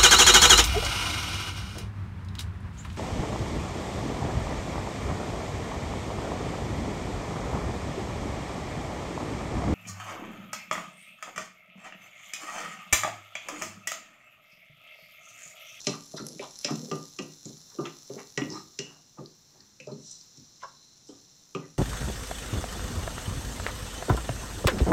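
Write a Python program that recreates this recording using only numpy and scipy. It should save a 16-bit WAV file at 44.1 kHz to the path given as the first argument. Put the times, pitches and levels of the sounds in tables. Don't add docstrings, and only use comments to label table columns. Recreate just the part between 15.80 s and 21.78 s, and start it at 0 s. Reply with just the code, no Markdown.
import sys
import numpy as np
from scipy import signal
from scipy.fft import rfft, irfft, next_fast_len
from scipy.io import wavfile
from scipy.ndimage import uniform_filter1d

SR = 44100
rng = np.random.default_rng(int(sys.argv[2]) if len(sys.argv) > 2 else 0)


def master(y):
    cut = np.clip(np.atleast_2d(y).T, -1, 1)
    pcm = np.round(cut * 32767)
    wavfile.write(sys.argv[1], SR, pcm.astype(np.int16))


N = 263718
TIME = np.arange(N) / SR


def from_db(db):
    return 10 ** (np.asarray(db) / 20)


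def rms_one(x):
    return x / np.sqrt(np.mean(x ** 2) + 1e-20)


def burst_one(x):
    return x / np.sqrt(uniform_filter1d(x ** 2, size=441, mode="constant").max() + 1e-20)


def in_time(rows):
    s, *columns = np.transpose(rows)
    return [np.interp(TIME, s, c) for c in columns]


def add(out, s, sound):
    at = max(round(s * SR), 0)
    out[at:at + len(sound)] += sound[:N - at]


def band(x, low_hz, high_hz):
    edges = np.clip([low_hz, high_hz], 20, .47 * SR)
    return signal.sosfilt(signal.butter(3, edges, "band", fs=SR, output="sos"), x + 1e-18)


def colour(x, spectrum):
    size = 2 * next_fast_len(len(x))
    hz, db = np.transpose(spectrum)
    log_hz = np.log(np.fft.rfftfreq(size, 1 / SR) + 1)
    log_gain = np.log(from_db(np.interp(log_hz, np.log(hz), db)))
    cepstrum = irfft(log_gain)[:size // 2]
    cepstrum[1:] *= 2
    return irfft(rfft(x, size) * np.exp(rfft(cepstrum, size)))[:len(x)]


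def fade(t, t60):
    return np.exp(-np.log(1000) * t / t60)


def tone(t, hz, t60):
    return np.sin(2 * np.pi * hz * t) * fade(t, t60)


def ring(force, hz, t60):
    decay, step = from_db(-60 / (t60 * SR)), 2 * np.pi * hz / SR
    return signal.lfilter([0, np.sin(step)], [1, -2 * decay * np.cos(step), decay ** 2], force + 1e-18)


def waver(count, hz):
    noise = rng.standard_normal(count + SR // 8)
    return rms_one(signal.sosfilt(signal.butter(2, hz, fs=SR, output="sos"), noise)[-count:])


def resonance(hz, width_hz):
    phase = 2 * np.pi * np.cumsum(hz) / SR
    return waver(len(hz), width_hz / 2) * np.cos(phase) + waver(len(hz), width_hz / 2) * np.sin(phase)


def grains(count, per_s, spread_db):
    sizes = from_db(spread_db * np.minimum(rng.exponential(1, count), 6))
    return sizes * rng.choice([-1, 1], count) * (rng.random(count) < per_s / SR)


def bursts(per_s, spread_db):
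    clicks = grains(N, per_s, spread_db)
    return clicks / np.sqrt(uniform_filter1d(clicks ** 2, size=SR // 2) + 1e-12)


# t/s, sizzle/dB, spray/dB
FRYING_LEVELS = [(0.0, -45.5, -62), (0.17, -53.5, -62.5), (0.43, -53.5, -65), (0.7, -52, -63),
                 (0.88, -46.5, -61), (0.98, -50, -62.5), (1.46, -54.5, -67.5), (2.2, -53.5, -69.5),
                 (2.36, -53, -66), (2.65, -58.5, -70), (3.0, -55.5, -79), (3.13, -60.5, -77),
                 (3.48, -61, -91), (4.06, -61.5, -88), (4.38, -57, -87), (5.15, -60, -80),
                 (5.54, -58.5, -79), (5.98, -61, -74.5)]
# f/Hz, level/dB
SIZZLE_COLOUR = [(1020, -10.5), (2420, -18), (3250, -11), (3600, -2.5), (3850, -2.5), (4180, 5),
                 (4620, -6.5), (5400, 5.5), (5750, 7), (6080, 7), (6600, -2.5), (7130, 1.5), (7600, -5),
                 (8100, -32), (9150, -22), (15450, -72.5)]
SPRAY_COLOUR = [(5100, -18), (7350, 4), (8350, 2), (9300, -4.5), (9800, -3), (10200, 4), (10550, 0),
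                (11000, 4), (12000, -7), (15400, -14)]
def frying(bubbles_per_s, spray_db, hiss_db):
    sizzle_level, spray_level = in_time(FRYING_LEVELS) + flares()
    spread_db = 5 + 0.2 * (spray_level - spray_level.mean())
    steam = bursts(bubbles_per_s, spread_db) + from_db(hiss_db) * rng.standard_normal(N)
    sizzle = from_db(sizzle_level) * rms_one(colour(steam, SIZZLE_COLOUR))
    spray = from_db(spray_level + spray_db) * rms_one(colour(steam, SPRAY_COLOUR))
    return sizzle + spray


def fizz(gain_db, spread_db, per_s=170, centre_hz=10780, octaves=0.073):
    out, t = np.zeros(N), TIME[:2048]
    for at, pitch, size in rng.random((int(per_s * N / SR), 3)):
        hz = centre_hz * 2 ** (octaves * (2 * pitch - 1))
        add(out, at * TIME[-1], from_db(-spread_db * size) * tone(t, hz, t60=0.013))
    _, spray_level = in_time(FRYING_LEVELS)
    return from_db(spray_level + gain_db) * rms_one(out)


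# t/s, level/dB
MIST_LEVELS = [(0, -67), (.7, -71), (.95, -62), (1.4, -68.5), (2.1, -67), (2.72, -66), (3.2, -75),
               (3.65, -72.5), (4.15, -78), (4.36, -72), (4.75, -76), (5.2, -78), (5.7, -73), (5.98, -79)]
# f/Hz, level/dB
MIST_TREBLE = [(7000, -11), (11500, -4.5), (13500, -1), (15400, -1.5)]
def mist(per_s, spread_db, hiss_db):
    crackle = bursts(per_s, spread_db) + from_db(hiss_db) * rng.standard_normal(N)
    return from_db(in_time(MIST_LEVELS)[0]) * rms_one(colour(crackle, MIST_TREBLE))


# f/Hz, level/dB
ROOM_COLOUR = [(25, 8), (60, 8.5), (150, 18), (300, 9.5), (700, 0.5), (1200, 0), (2500, -4), (8000, -5.5),
               (15500, -21)]
def background(level_db):
    return from_db(level_db) * rms_one(colour(rng.standard_normal(N), ROOM_COLOUR))


def small_spits(per_s=28, hz=5500, over_sizzle_db=5, over_spray_db=15):
    times, sizzle_db, spray_db = np.transpose(FRYING_LEVELS)
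    rows = []
    for at, size in rng.random((int(per_s * N / SR), 2)):
        s, size_db = at * TIME[-1], 10 * np.log10(size)
        snap_db = np.interp(s, times, sizzle_db) + over_sizzle_db + size_db
        puff_db = np.interp(s, times, spray_db) + over_spray_db + size_db
        rows.append((s, snap_db, hz, puff_db))
    return rows


# t/s, snap/dB, snap pitch/Hz, puff/dB
BIG_SPITS = [(.4664, -34, 6000, -33.5), (0.485, -34, 5740, -37), (0.788, -34.5, 5500, -39),
             (2.702, -32.5, 5560, -54), (2.7246, -35.5, 5070, -57), (3.459, -39.5, 4370, -70),
             (3.805, -46, 4700, -67), (4.411, -41, 5300, -68)]
# f/Hz, level/dB
PUFF_COLOUR = [(5000, -5.5), (7500, 10.5), (9200, 2), (10900, 11), (12500, -4.5), (15400, -20)]
def spits(gain_db, splash_s, octaves):
    out, t = np.zeros(N), TIME[:1024]
    for s, snap_db, hz, puff_db in BIG_SPITS + small_spits():
        burst = rng.standard_normal(len(t)) * np.exp(-t / splash_s)
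        snap = band(burst, hz / 2 ** (octaves / 2), hz * 2 ** (octaves / 2))
        puff = colour(burst, PUFF_COLOUR)
        add(out, s, from_db(snap_db) * snap / np.abs(snap).max())
        add(out, s, from_db(puff_db) * puff / np.abs(puff).max())
    return from_db(gain_db) * out


# f/Hz, level/dB, fade time/s
PAN_NOTES = [(155, 3, .42), (231, -2, .35), (281, -1, .42), (336, -4, .22), (392, -1, .3), (501, -13, .3),
             (606, -7, .25), (763, -8, .25), (926, -7, .2), (1032, -7, .2), (1195, 1, .3), (1362, -13, .22),
             (1530, -11, .12), (1920, -2, .2), (2207, -10, .15), (2400, -7, .12), (2665, -3, .16),
             (2830, -5, .2), (3400, -12, .1), (3950, -6, .1), (4130, -6, .12), (5160, -2, .15),
             (5500, -4, .12), (5800, -6, .11), (6070, -4, .12), (7050, -7, .08), (7800, -12, .06)]
def pan_ring(t, low_hz, high_hz, uneven_db=1.0, bend_share=0.0046, bend_hz=24):
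    out = np.zeros(len(t))
    for hz, db, t60 in PAN_NOTES:
        if .9 * low_hz <= hz < 1.1 * high_hz:
            strength = from_db(db + rng.normal(0, uneven_db)) * rng.choice([-1, 1])
            pitch = hz * (1 + bend_share * waver(len(t), bend_hz))
            out += strength * np.sin(2 * np.pi * np.cumsum(pitch) / SR) * fade(t, t60)
    return out


FIRM_DB = -42.5
# low/Hz, high/Hz, swell/s, fade time/s, ring compared with contact/dB
KNOCK_RANGES = [(133.5, 255, 0.00071, 0.26, 3), (235, 550, 0.00061, 0.24, 4.5),
                (669.7, 1400, 0.0003, 0.26, 2.5), (1380, 2000, .0004, 0.089, -24.5),
                (1995, 3300, 0.00059, 0.015, -1.5), (4240, 7200, 0.0006, 0.033, -11)]
# t/s, thump/dB, thump pitch/Hz, cushioning by onion/s, wood pitch/Hz, wood/dB,
# low note/Hz, low note/dB, click on bare metal/dB, click pitch/Hz, high note/Hz, its width/Hz,
# high note/dB, fade time of both notes/s
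KNOCKS = [(0.0687, -26.5, 270, 0.00051, 407, -32.5, 599, -33.5, -20, 4660, 2753, 870, -34, 0.066),
          (.338, -33.5, 230, 0.00077, 385, -47, 637, -39, -58, 5000, 4200, 300, -62, 0.051),
          (.399, -33, 226, .001, 385.5, -40, 334, -36, -45, 4200, 4280, 300, -48, 0.081),
          (0.5947, -41, 255, .001, 400, -36.5, 560, -36.5, -40, 3300, 2396, 200, -43, 0.044),
          (0.846, -34.5, 308, 0.0051, 376, -47, 577, -34.5, -20, 4100, 5100, 486, -30, 0.063),
          (.906, -27.5, 200, 0.0041, 379, -35.5, 299, -27, -43, 5500, 5670, 648.1, -47, 0.044),
          (1.113, -26, 244, 0.00078, 387, -30, 1204, -34.5, -30.5, 3870, 2680, 432, -58, 0.2),
          (1.3873, -30.5, 255, 0.0049, 362, -33, 1205, -43.5, -28, 3800, 2730, 277.8, -36, 0.042),
          (1.655, -38, 194, .002, 318, -43, 283, -58, -43.5, 6200, 6870, 560, -39.5, 0.032),
          (1.986, -26, 270, 0.0022, 341, -24.5, 1198, -39, -61, 3000, 2840, 400, -60, .08),
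          (2.054, -42, 1140, .001, 400, -60, 1293, -39.5, -36.5, 3150, 3380, 231.5, -43, 0.037),
          (2.297, -37.5, 267, .003, 404, -37, 542, -43.5, -62, 2700, 2760, 432, -75, .07),
          (2.575, -25, 263, 0.00098, 409, -31, 1921, -32.5, -22.5, 3730, 2690, 199, -46, 0.15),
          (2.6174, -34, 250, 0.0012, 328, -38, 290, -27, -37.5, 2600, 2620, 330, -44, 0.032),
          (2.989, -34, 237, 0.0026, 399, -34, 156, -43, -24.5, 4240, 2805, 199, -38.5, 0.37),
          (3.384, -39, 175, 0.0022, 324, -40, 1188, -48.5, -76, 3000, 2700, 400, -69, 0.052),
          (4.0, -48, 219, 0.0093, 300, -81, 523, -50, -42, 3900, 2480, 259.3, -45, 0.097),
          (4.07, -38.5, 256, 0.0035, 426, -39, 606, -39.5, -51, 5430, 5400, 700, -66, 0.13),
          (4.116, -38, 185, .002, 403, -37, 586, -50.5, -61, 5560, 4310, 432, -53, 0.068),
          (4.572, -51, 140, 0.0022, 304, -64, 155, -50, -53, 5640, 5570, 756, -60, 0.12),
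          (5.288, -43.5, 410, 0.0035, 318, -44, 432, -47, -57, 5370, 3200, 500, -61.5, 0.14),
          (5.749, -27, 240, 0.0041, 383, -31.5, 1217, -33, -35.5, 3500, 2635, 416.7, -39.5, 0.05)]
def knocks(held_db, cushion_hz=1550):
    out, t = np.zeros(N), TIME[:SR * 2 // 5]
    cushion = signal.butter(8, cushion_hz, fs=SR, output="sos")
    for (s, thump_db, thump_hz, soft_s, wood_hz, wood_db, low_hz, low_db,
         click_db, click_hz, high_hz, width_hz, high_db, note_t60) in KNOCKS:
        levels = range_levels(thump_db, thump_hz, click_db, click_hz)
        for level_db, (low, high, swell_s, t60, ring_db) in zip(levels, KNOCK_RANGES):
            contact = burst_one(band(rng.standard_normal(len(t)) * fade(t, t60), low, high))
            ringing = from_db(ring_db + held_db) * burst_one(pan_ring(t, low, high))
            hit = (contact + ringing) * (1 - np.exp(-t / swell_s))
            if low < 1000:
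                hit = signal.sosfilt(cushion, hit * (1 - np.exp(-t / soft_s)))
            add(out, s, from_db(level_db) * burst_one(hit))
        wood = tone(t, wood_hz, t60=0.065) * (1 - np.exp(-t / 0.0056)) ** 2
        add(out, s, from_db(wood_db) * burst_one(wood))
        low_note = tone(t, low_hz, note_t60)
        high_note = resonance(np.full(len(t), high_hz), width_hz) * fade(t, note_t60)
        for note, hz, db in (low_note, low_hz, low_db), (high_note, high_hz, high_db):
            add(out, s, from_db(db) * burst_one(note * (1 - np.exp(-t * hz)) ** 2))
    return out


def range_levels(thump_db, thump_hz, click_db, click_hz):
    centres = np.array([np.sqrt(low * high) for low, high, *_ in KNOCK_RANGES])
    thud, body, clang, *_ = thump_db - 13 * np.abs(np.log2(centres / thump_hz))
    *_, clack, tap, crack = click_db - 18 * np.abs(np.log2(centres / click_hz))
    clang += 0.62 * (thump_db - FIRM_DB)
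    return thud, body, clang, clack, tap, crack


def flares(firm_rise_db=0.5, peak_s=0.027):
    out = np.zeros(N)
    for s, thump_db, *_ in KNOCKS:
        age = np.maximum(TIME - s, 0) / peak_s
        out += firm_rise_db * np.sqrt(from_db(thump_db - FIRM_DB)) * age * np.exp(1 - age)
    return out


# peak t/s, length/s, level/dB, f/Hz
SLIDES = [(0.092, .058, -44, 3400), (0.142, .04, -46, 860), (.383, 0.016, -43, 1250),
          (0.376, 0.02, -40.5, 4700), (.47, 0.14, -47.5, 250), (0.635, 0.032, -41.5, 707),
          (0.626, 0.039, -48, 3420), (0.867, 0.038, -41.5, 2760), (0.901, 0.03, -35, 795),
          (1.032, .14, -43, 269), (1.689, .041, -47.5, 275), (1.922, .03, -61, 1130),
          (1.966, .05, -54.5, 320), (2.063, 0.025, -45, 1980), (2.365, 0.057, -42, 328),
          (2.393, .027, -48.5, 1820), (2.394, 0.034, -47.5, 785), (2.701, .13, -40, 224),
          (2.749, 0.097, -49, 5400), (2.759, .063, -53.5, 1590), (3.11, 0.096, -59.5, 990),
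          (3.39, .02, -46.5, 670), (3.416, .037, -42, 280), (3.759, 0.027, -60.5, 540),
          (3.82, 0.082, -62.5, 190), (3.798, .16, -71.5, 1300), (4.096, 0.033, -51, 740),
          (4.18, .045, -48.5, 217), (4.3, 0.13, -49, 5520), (4.252, 0.075, -67, 7900),
          (4.314, 0.0034, -37.5, 6950), (4.607, .038, -52, 147), (4.841, .016, -41, 796),
          (4.828, 0.033, -57, 2350), (4.834, 0.011, -49, 5300), (5.289, 0.032, -54.5, 6100),
          (5.843, 0.031, -60, 1310)]
def scrapes(slips_per_s, spread_db, ring_db, damped_share, rise_share=.45):
    out, t = np.zeros(N), TIME[:SR * 3 // 4]
    for s, length, level_db, hz in SLIDES:
        rise, fall = length * rise_share, length * (1 - rise_share)
        start = max(s - 3 * rise, 0)
        since = t + start - s
        pressure = np.exp(-.5 * (since / np.where(since < 0, rise, fall)) ** 2)
        slips = grains(len(t), slips_per_s * (hz / 1000) ** .8, spread_db)
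        octaves = 1.267 - 0.17 * np.log2(hz / 1000)
        jolts = band(slips * pressure, hz / 2 ** (octaves / 2), hz * 2 ** (octaves / 2))
        ringing = sum(from_db(db) * rng.choice([-1, 1]) * ring(jolts, note_hz, t60 * damped_share)
                      for note_hz, db, t60 in PAN_NOTES)
        rasp = rms_one(rms_one(jolts) + from_db(ring_db) * rms_one(ringing))
        add(out, start, from_db(level_db) * np.sqrt(np.mean(pressure ** 2)) * rasp)
    return out


# peak t/s, length/s, level/dB, f/Hz, width/Hz
SQUEAL_NOTES = [(0.146, 0.012, -47, 1230, 130), (0.398, 0.02, -48.5, 1284, 199),
                (0.632, 0.02, -50, 948, 218), (2.739, 0.046, -52.5, 5250, 220),
                (2.771, 0.064, -59, 4085, 220), (2.753, 0.067, -52, 940, 260),
                (2.771, 0.038, -47, 1230, 107), (4.845, 0.021, -45.5, 1039, 220),
                (4.84, 0.015, -49, 1459, 220), (5.0, 0.27, -67.5, 4145, 423), (5.842, 0.035, -64, 1960, 90)]
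def squeals(gain_db, octaves_per_s=0.054):
    out = np.zeros(N)
    for s, length, level_db, hz, width_hz in SQUEAL_NOTES:
        start = max(s - .5, 0)
        since = TIME[:SR] + start - s
        swell = np.exp(-2 * (since / length) ** 2)
        squeal = resonance(hz * 2 ** (octaves_per_s * since), width_hz) * swell
        add(out, start, from_db(level_db + gain_db) * burst_one(squeal))
    return out


# f/Hz, level/dB
BOWL_COLOUR = [(3400, 0), (4100, 4), (4620, -6.5), (5200, 3), (6050, 4), (6550, -5.5), (7150, 1),
               (7900, -1), (9000, -5)]
def bowl(x, low_cut_hz=22.6):
    low_cut = signal.butter(5, low_cut_hz, "high", fs=SR, output="sos")
    return signal.sosfilt(low_cut, colour(x, BOWL_COLOUR))


def kitchen(x, echo_db, first_echo_s=0.0065, t60=0.31):
    t = TIME[:SR // 2]
    tail = rng.standard_normal(len(t)) * fade(t, t60) * (t > first_echo_s)
    return x + from_db(echo_db) * signal.fftconvolve(x, tail / np.linalg.norm(tail))[:N]


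def scene():
    knocking = from_db(-2.0) * kitchen(knocks(held_db=-7.5), echo_db=-6.0)
    sliding = scrapes(slips_per_s=900, spread_db=2.0, ring_db=-7.5, damped_share=0.21)
    strokes = from_db(-1.5) * kitchen(sliding + squeals(gain_db=6.5), echo_db=-6.5)
    spatula = bowl(knocking + strokes)
    bubbles = frying(bubbles_per_s=7500, spray_db=-2.5, hiss_db=-1.0)
    bubbles += fizz(gain_db=-8.5, spread_db=24.0)
    bubbles += mist(per_s=5600, spread_db=4.0, hiss_db=-6.0)
    oil = kitchen(bubbles + spits(gain_db=4.5, splash_s=0.0022, octaves=0.45), echo_db=-8.5)
    return (spatula + oil + background(level_db=-65.5))[None]


def record(dry):
    cutoff_hz = 15550
    return signal.sosfilt(signal.ellip(10, .3, 70, cutoff_hz, fs=SR, output="sos"), dry)


dry = scene()
out = record(dry)
master(out)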